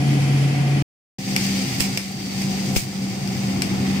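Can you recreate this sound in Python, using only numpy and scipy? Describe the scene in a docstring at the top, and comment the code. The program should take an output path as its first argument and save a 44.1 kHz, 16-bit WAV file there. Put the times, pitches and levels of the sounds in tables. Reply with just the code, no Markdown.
"""A coffee roaster's cooling tray, heard from two spots with a short silence between them.
A motor-driven arm stirs the beans into a dense rustle of tiny contacts, while the fan hums and
pushes air through the ducts. At the first spot the motor adds a thin buzz. At the second, close
to the tray, beans catch under the arm, scrape and snap against the steel, crunch and scatter."""
import sys
import numpy as np
from scipy import signal
from scipy.fft import rfft, irfft
from scipy.io import wavfile
from scipy.ndimage import uniform_filter1d

SR = 44100
rng = np.random.default_rng(int(sys.argv[2]) if len(sys.argv) > 2 else 0)


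def master(y):
    """Save y as 16-bit WAV."""
    cut = np.clip(np.atleast_2d(y).T, -1, 1)
    pcm = np.round(cut * 32767)  # scale
    wavfile.write(sys.argv[1], SR, pcm.astype(np.int16))


N = 176400
T = np.arange(N) / SR


def beans(spectrum, pan_db):
    """The arm ploughs through the beans: thousands of contacts a second blur into a rustle."""
    # swell of the rustle as the arm ploughs on: time_s, gain_db
    stirring = [(0, 2.5), (1.2, -2), (1.4, 4.5), (1.92, 1.5), (2.05, -4), (2.2, -4), (2.45, 1), (2.72, -1),
                (2.9, -5), (3.15, -2.5), (4, -2.5)]
    # extra gain on the low, rubbing part: time_s, gain_db
    rubbing = [(0, -4), (.8, -0.5), (1.3, -1.5), (3.2, -1), (4, 4)]
    split_hz, flicker_db = 3380, 0.85
    rustle = hollow_colour(colour(contacts(per_s=9000, spread_db=2.5), spectrum))
    rub = cut(rustle, split_hz, "low", order=3) * level(rubbing)
    clatter = cut(rustle, split_hz, "high", order=3) * pan(pan_db)
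    return (rub + clatter) * level(stirring) * from_db(flicker_db * drift(rate_hz=9))


def contacts(per_s, spread_db):
    """Random bean-on-bean clicks of uneven size, different on each side; unit power."""
    sizes = from_db(spread_db * np.minimum(rng.exponential(1, (2, N)), 5))
    return rms_one(sizes * rng.choice([-1, 1], (2, N)) * (rng.random((2, N)) < per_s / SR))


def hollow_colour(x):
    """Very short echoes, different on each side, give the rustle a hollow, finely rippled colour."""
    count, echo_gain = 14, from_db(-18.5)
    lags = (rng.uniform(.001, .012, (2, count)) * SR).astype(int)
    echoes = np.array([sum((-1) ** k * delay(side, lag) for k, lag in enumerate(side_lags))
                       for side, side_lags in zip(x, lags)])
    return (x + echo_gain * echoes) / np.sqrt(1 + count * echo_gain ** 2)


def snaps():
    """Beans snap against the tray: ringing steel, a crack with a short diffuse tail, a dull thud."""
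    # beans hitting the steel: start_s, level_db, pan_left_db, thud_relative_db
    hits = [(1.3626, -6, 0, -8), (1.7994, -16, 7, 0), (1.8041, -7, -8.5, -7), (1.9736, -8.5, 1.5, 2),
            (2.4185, -19.5, 5, 7), (2.7605, -16, 11, -6), (2.7642, -11, -2.5, 13), (3.2745, -21, 5, -4),
            (3.6195, -9.5, 5, -11)]
    # resonances of the tray: pitch_hz, level_db, t60_s
    tray_modes = [(2280, 0.5, 0.014), (2710, -2.5, 0.005), (4900, -1, 0.0075), (5200, -1, 0.0092),
                  (5730, -5, 0.016), (8130, -3.5, 0.0051)]
    rise_s, crack_t60_s, tail_t60_s = 0.0008, .011, 0.27
    strike_db, chatter_db, crack_db, tail_db = -8, -11, -3.5, -15.5
    force, push, rings = 0, 0, 0
    strikes = np.zeros((len(tray_modes), 2, N))
    for start_s, db, pan_db, thud_db in hits:
        gain = from_db(db) * pan(pan_db)
        attack = np.clip((T - start_s) / rise_s, 0, 1)
        burst = decay(start_s, crack_t60_s)
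        force += gain * attack * (burst + from_db(tail_db) * decay(start_s, tail_t60_s))
        push += from_db(db + thud_db) * burst
        for strike in strikes:  # each mode answers a touch late, with a strength of its own
            onset = int((start_s + rng.uniform(.0003, .0013)) * SR)
            strike[:, onset] = gain[:, 0] * from_db(rng.normal(0, 2, 2))
    for strike, (hz, db, t60_s) in zip(strikes, tray_modes):
        build_up = np.sqrt(t60_s * SR / np.log(1000) / 4)  # the mode's gain on noise
        chatter = force * rng.standard_normal((2, N)) / build_up
        drive = from_db(strike_db) * strike + from_db(chatter_db) * chatter
        rings += from_db(db) * ring(drive, hz, t60_s)
    crack = cut(force * rng.choice([-1, 1], (2, N)), 940, "high", order=1)
    crack = cut(crack, 8300, "low", order=1)
    thud = cut(push * rng.choice([-1, 1], N), 595, "low", order=3)
    return rings + from_db(crack_db) * crack + thud


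def crunches():
    """A jammed bean is crushed and its neighbours scatter: bright crackle swells and settles."""
    # crushed beans: peak_s, level_db
    crushes = [(1.818, -7), (2.776, -5)]
    # colour of the crackle: frequency_hz, level_db
    spectrum = [(1400, -87), (2300, -59), (3600, -60.5), (5000, -58), (8500, -56.5), (11000, -67),
                (14500, -62)]
    rise_s, t60_s = 0.15, 0.23
    swell = sum(from_db(db - 60 * np.abs(T - peak_s) / np.where(T < peak_s, rise_s, t60_s))
                for peak_s, db in crushes)
    crackle = colour(contacts(per_s=6000, spread_db=4.0), spectrum)
    return swell * pan(-3.5) * cut(crackle, 200, "high")


def scrapes():
    """A bean dragged along the steel makes one narrow resonance sing, swelling and fading."""
    # dragged beans: peak_s, length_s, pitch_hz, level_db, t60_s
    drags = [(1.594, 0.19, 3080, -43, .12), (2.3, 0.64, 4620, -43, 0.013)]
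    out = 0
    for peak_s, length_s, hz, db, t60_s in drags:
        swell = np.cos(np.pi * np.clip((T - peak_s) / length_s, -.5, .5))
        out += from_db(db) * swell * rms_one(ring(rng.standard_normal((2, N)), hz, t60_s))
    return out


def ticks():
    """Single beans click close by, each a tiny burst of bright noise."""
    # lone beans: start_s, level_db
    clicks = [(2.119, -29), (3.375, -28)]
    force = sum(from_db(db) * decay(start_s, t60_s=0.0082) for start_s, db in clicks)
    return cut(force * rng.standard_normal((2, N)), 6000, "high", order=1)


def puffs():
    """Air pushed aside by the arm buffets the microphone: soft thumps of falling pitch."""
    # puffs of air: start_s, level_db
    gusts = [(1.8, -17.5), (2.764, -8.5)]
    start_hz, octave_fall_s = 85, 0.019
    out = 0
    for start_s, db in gusts:
        cycles = start_hz * octave_fall_s * np.log1p(np.maximum(T - start_s, 0) / octave_fall_s)
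        out += from_db(db) * decay(start_s, t60_s=0.11) * np.sin(2 * np.pi * cycles)
    return out * np.array([[1], [-0.52]])  # the two sides are pushed opposite ways


def fan(tones, air_spectrum, tone_gain=1):
    """Fan and motor hum in slightly wavering tones over turbulent air in the ducts."""
    # likeness of left and right in the rushing air: frequency_hz, correlation
    air_likeness = [(40, 0.8), (320, 0.93), (700, 0.021)]
    # balance of the air against the tones: time_s, gain_db
    air_level = [(1.5, -1.5), (3.25, -1), (3.55, 1.5)]
    # level of the whole whir, with a few brief dips: time_s, gain_db
    whir_level = [(0, 0.5), (.8, 0), (1.24, -6.5), (1.3, 0.5), (1.75, 0.5), (1.96, -1.5), (2.01, -7),
                  (2.45, 0), (2.75, 0.5), (2.79, -6), (3.17, -1), (3.55, -0.5), (4, 1)]
    wander_hz = .6
    alike = per_bin(air_likeness)
    mid, side = rfft(rng.standard_normal((2, N)))
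    white = irfft(np.sqrt((1 + alike) / 2) * mid + np.sqrt((1 - alike) / 2) * side * [[1], [-1]], N)
    whir = colour(white, air_spectrum) * level(air_level)
    for hz, db, flutter_depth in tones:
        phase = 2 * np.pi * np.cumsum(hz + wander_hz * drift(rate_hz=4)) / SR
        flutter = 1 + flutter_depth * drift(rate_hz=6)
        whir += np.sqrt(2) * from_db(db) * tone_gain * flutter * np.sin(phase)
    return cut(whir, 28, "high") * level(whir_level) * pan(0.64)


def motor_buzz():
    """The motor's iron hums at twice the mains rate; only high harmonics get through the housing."""
    pitch_hz, centre_hz, width_hz = 120.1, 2320, 1100
    harmonics_hz = pitch_hz * np.arange(10, 30)
    housing = np.exp(-((harmonics_hz - centre_hz) / width_hz) ** 2 / 2)
    gains = from_db(-53.5 + rng.normal(0, 2.7, (2, len(harmonics_hz)))) * housing
    return sum(np.sqrt(2) * gain[:, None] * np.sin(2 * np.pi * (hz * T + rng.random((2, 1))))
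               for hz, gain in zip(harmonics_hz, gains.T))


def from_db(db):
    """Decibels to gain."""
    return 10 ** (np.asarray(db) / 20)


def pan(left_db):
    """Stereo gains that put the left side left_db above the right."""
    return from_db([[left_db / 2], [-left_db / 2]])


def rms_one(x):
    """Scale to unit power."""
    return x / np.sqrt(np.mean(x ** 2) + 1e-20)


def level(rows):
    """A fader ride through (time_s, gain_db) rows."""
    return from_db(np.interp(T, *np.transpose(rows)))


def per_bin(points):
    """A (frequency_hz, value) curve read at every FFT bin."""
    hz, value = np.transpose(points)
    return np.interp(np.log(np.arange(N // 2 + 1) * SR / N + 1e-9), np.log(hz), value)


def colour(white, spectrum):
    """Give unit white noise a spectrum in dB per Hz."""
    return irfft(rfft(white) * from_db(per_bin(spectrum)) * np.sqrt(SR / 2), N)


def cut(x, hz, kind, order=2):
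    """Butterworth low- or high-pass."""
    return signal.sosfilt(signal.butter(order, hz, kind, fs=SR, output="sos"), x + 1e-18)


def delay(x, samples):
    """Shift one channel later."""
    return np.pad(x, (samples, 0))[:N]


def drift(rate_hz):
    """Slow random wobble of spread 1."""
    hz = np.arange(N // 2 + 1) * SR / N
    return rms_one(irfft(rfft(rng.standard_normal(N)) * (hz > 0) / (1 + (hz / rate_hz) ** 2), N))


def decay(start_s, t60_s):
    """Envelope that jumps to 1 and dies away."""
    return (T >= start_s) * from_db(-60 * np.abs(T - start_s) / t60_s)


def ring(x, hz, t60_s):
    """One mode; a unit click rings with height 1."""
    radius, angle = np.exp(-np.log(1000) / (t60_s * SR)), 2 * np.pi * hz / SR
    return signal.lfilter([np.sin(angle)], [1, -2 * radius * np.cos(angle), radius ** 2], x + 1e-18)


def scene():
    """The first spot, a silence, then the spot beside the arm."""
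    # rustle of the stirred beans at each spot: frequency_hz, level_db
    first_rustle = [(700, -82.5), (1500, -74.5), (2050, -64.5), (2800, -68), (3900, -76.5), (4700, -71.5),
                    (6700, -79), (10000, -84), (15500, -95)]
    second_rustle = [(700, -87.5), (1550, -78), (2050, -65.5), (2900, -70), (4150, -73), (4750, -65),
                     (5400, -72), (5850, -69), (6600, -74), (8500, -75.5), (10800, -87.5), (13000, -83.5)]
    # hum of fan and motor at each spot: pitch_hz, level_db, flutter_depth
    first_tones = [(139.4, -18.5, 0.17), (279.8, -34.5, 0.48), (729, -42.5, 0.33)]
    second_tones = [(193.8, -27, 0.29), (263.4, -41, 0.89), (525.4, -50.5, 0.76)]
    # air rushing through the ducts at each spot: frequency_hz, level_db
    first_air = [(30, -75), (90, -54), (125, -49), (215, -45.5), (255, -52), (303, -47), (340, -56),
                 (560, -62), (660, -63.5), (745, -55.5), (850, -65.5), (1400, -73.5), (3000, -99)]
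    second_air = [(45, -70.5), (100, -53), (135, -45.5), (165, -53), (230, -53), (310, -56.5), (385, -58.5),
                  (450, -65.5), (620, -70.5), (760, -58), (900, -71.5), (1400, -74.5), (3000, -99)]
    # the hum at the second spot wavers and sinks into the rumble: time_s, gain_db
    hum_level = [(1.9, 1.5), (2.35, -2.5), (3.08, 2.5), (3.19, -8.5), (3.27, 1.5), (4, 2)]
    first_end_s, second_start_s = 0.824, 1.185
    first = fan(first_tones, first_air) + motor_buzz() + beans(first_rustle, pan_db=3.0)
    second = fan(second_tones, second_air, level(hum_level)) + beans(second_rustle, pan_db=1.7)
    second += scrapes() + snaps() + ticks() + crunches() + puffs()
    first_gate = uniform_filter1d(1. * (T < first_end_s), size=64)
    second_gate = uniform_filter1d(1. * (T > second_start_s), size=64)
    return first * first_gate + second * second_gate


def record(dry):
    """Sound reaches the right side a little later; the top treble is cut steeply."""
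    right_lag_s, cutoff_hz = .00023, 15500
    heard = np.array([dry[0], delay(dry[1], int(right_lag_s * SR))])
    return signal.sosfilt(signal.ellip(10, .1, 90, cutoff_hz, fs=SR, output="sos"), heard + 1e-18)


dry = scene()
out = record(dry)
master(out)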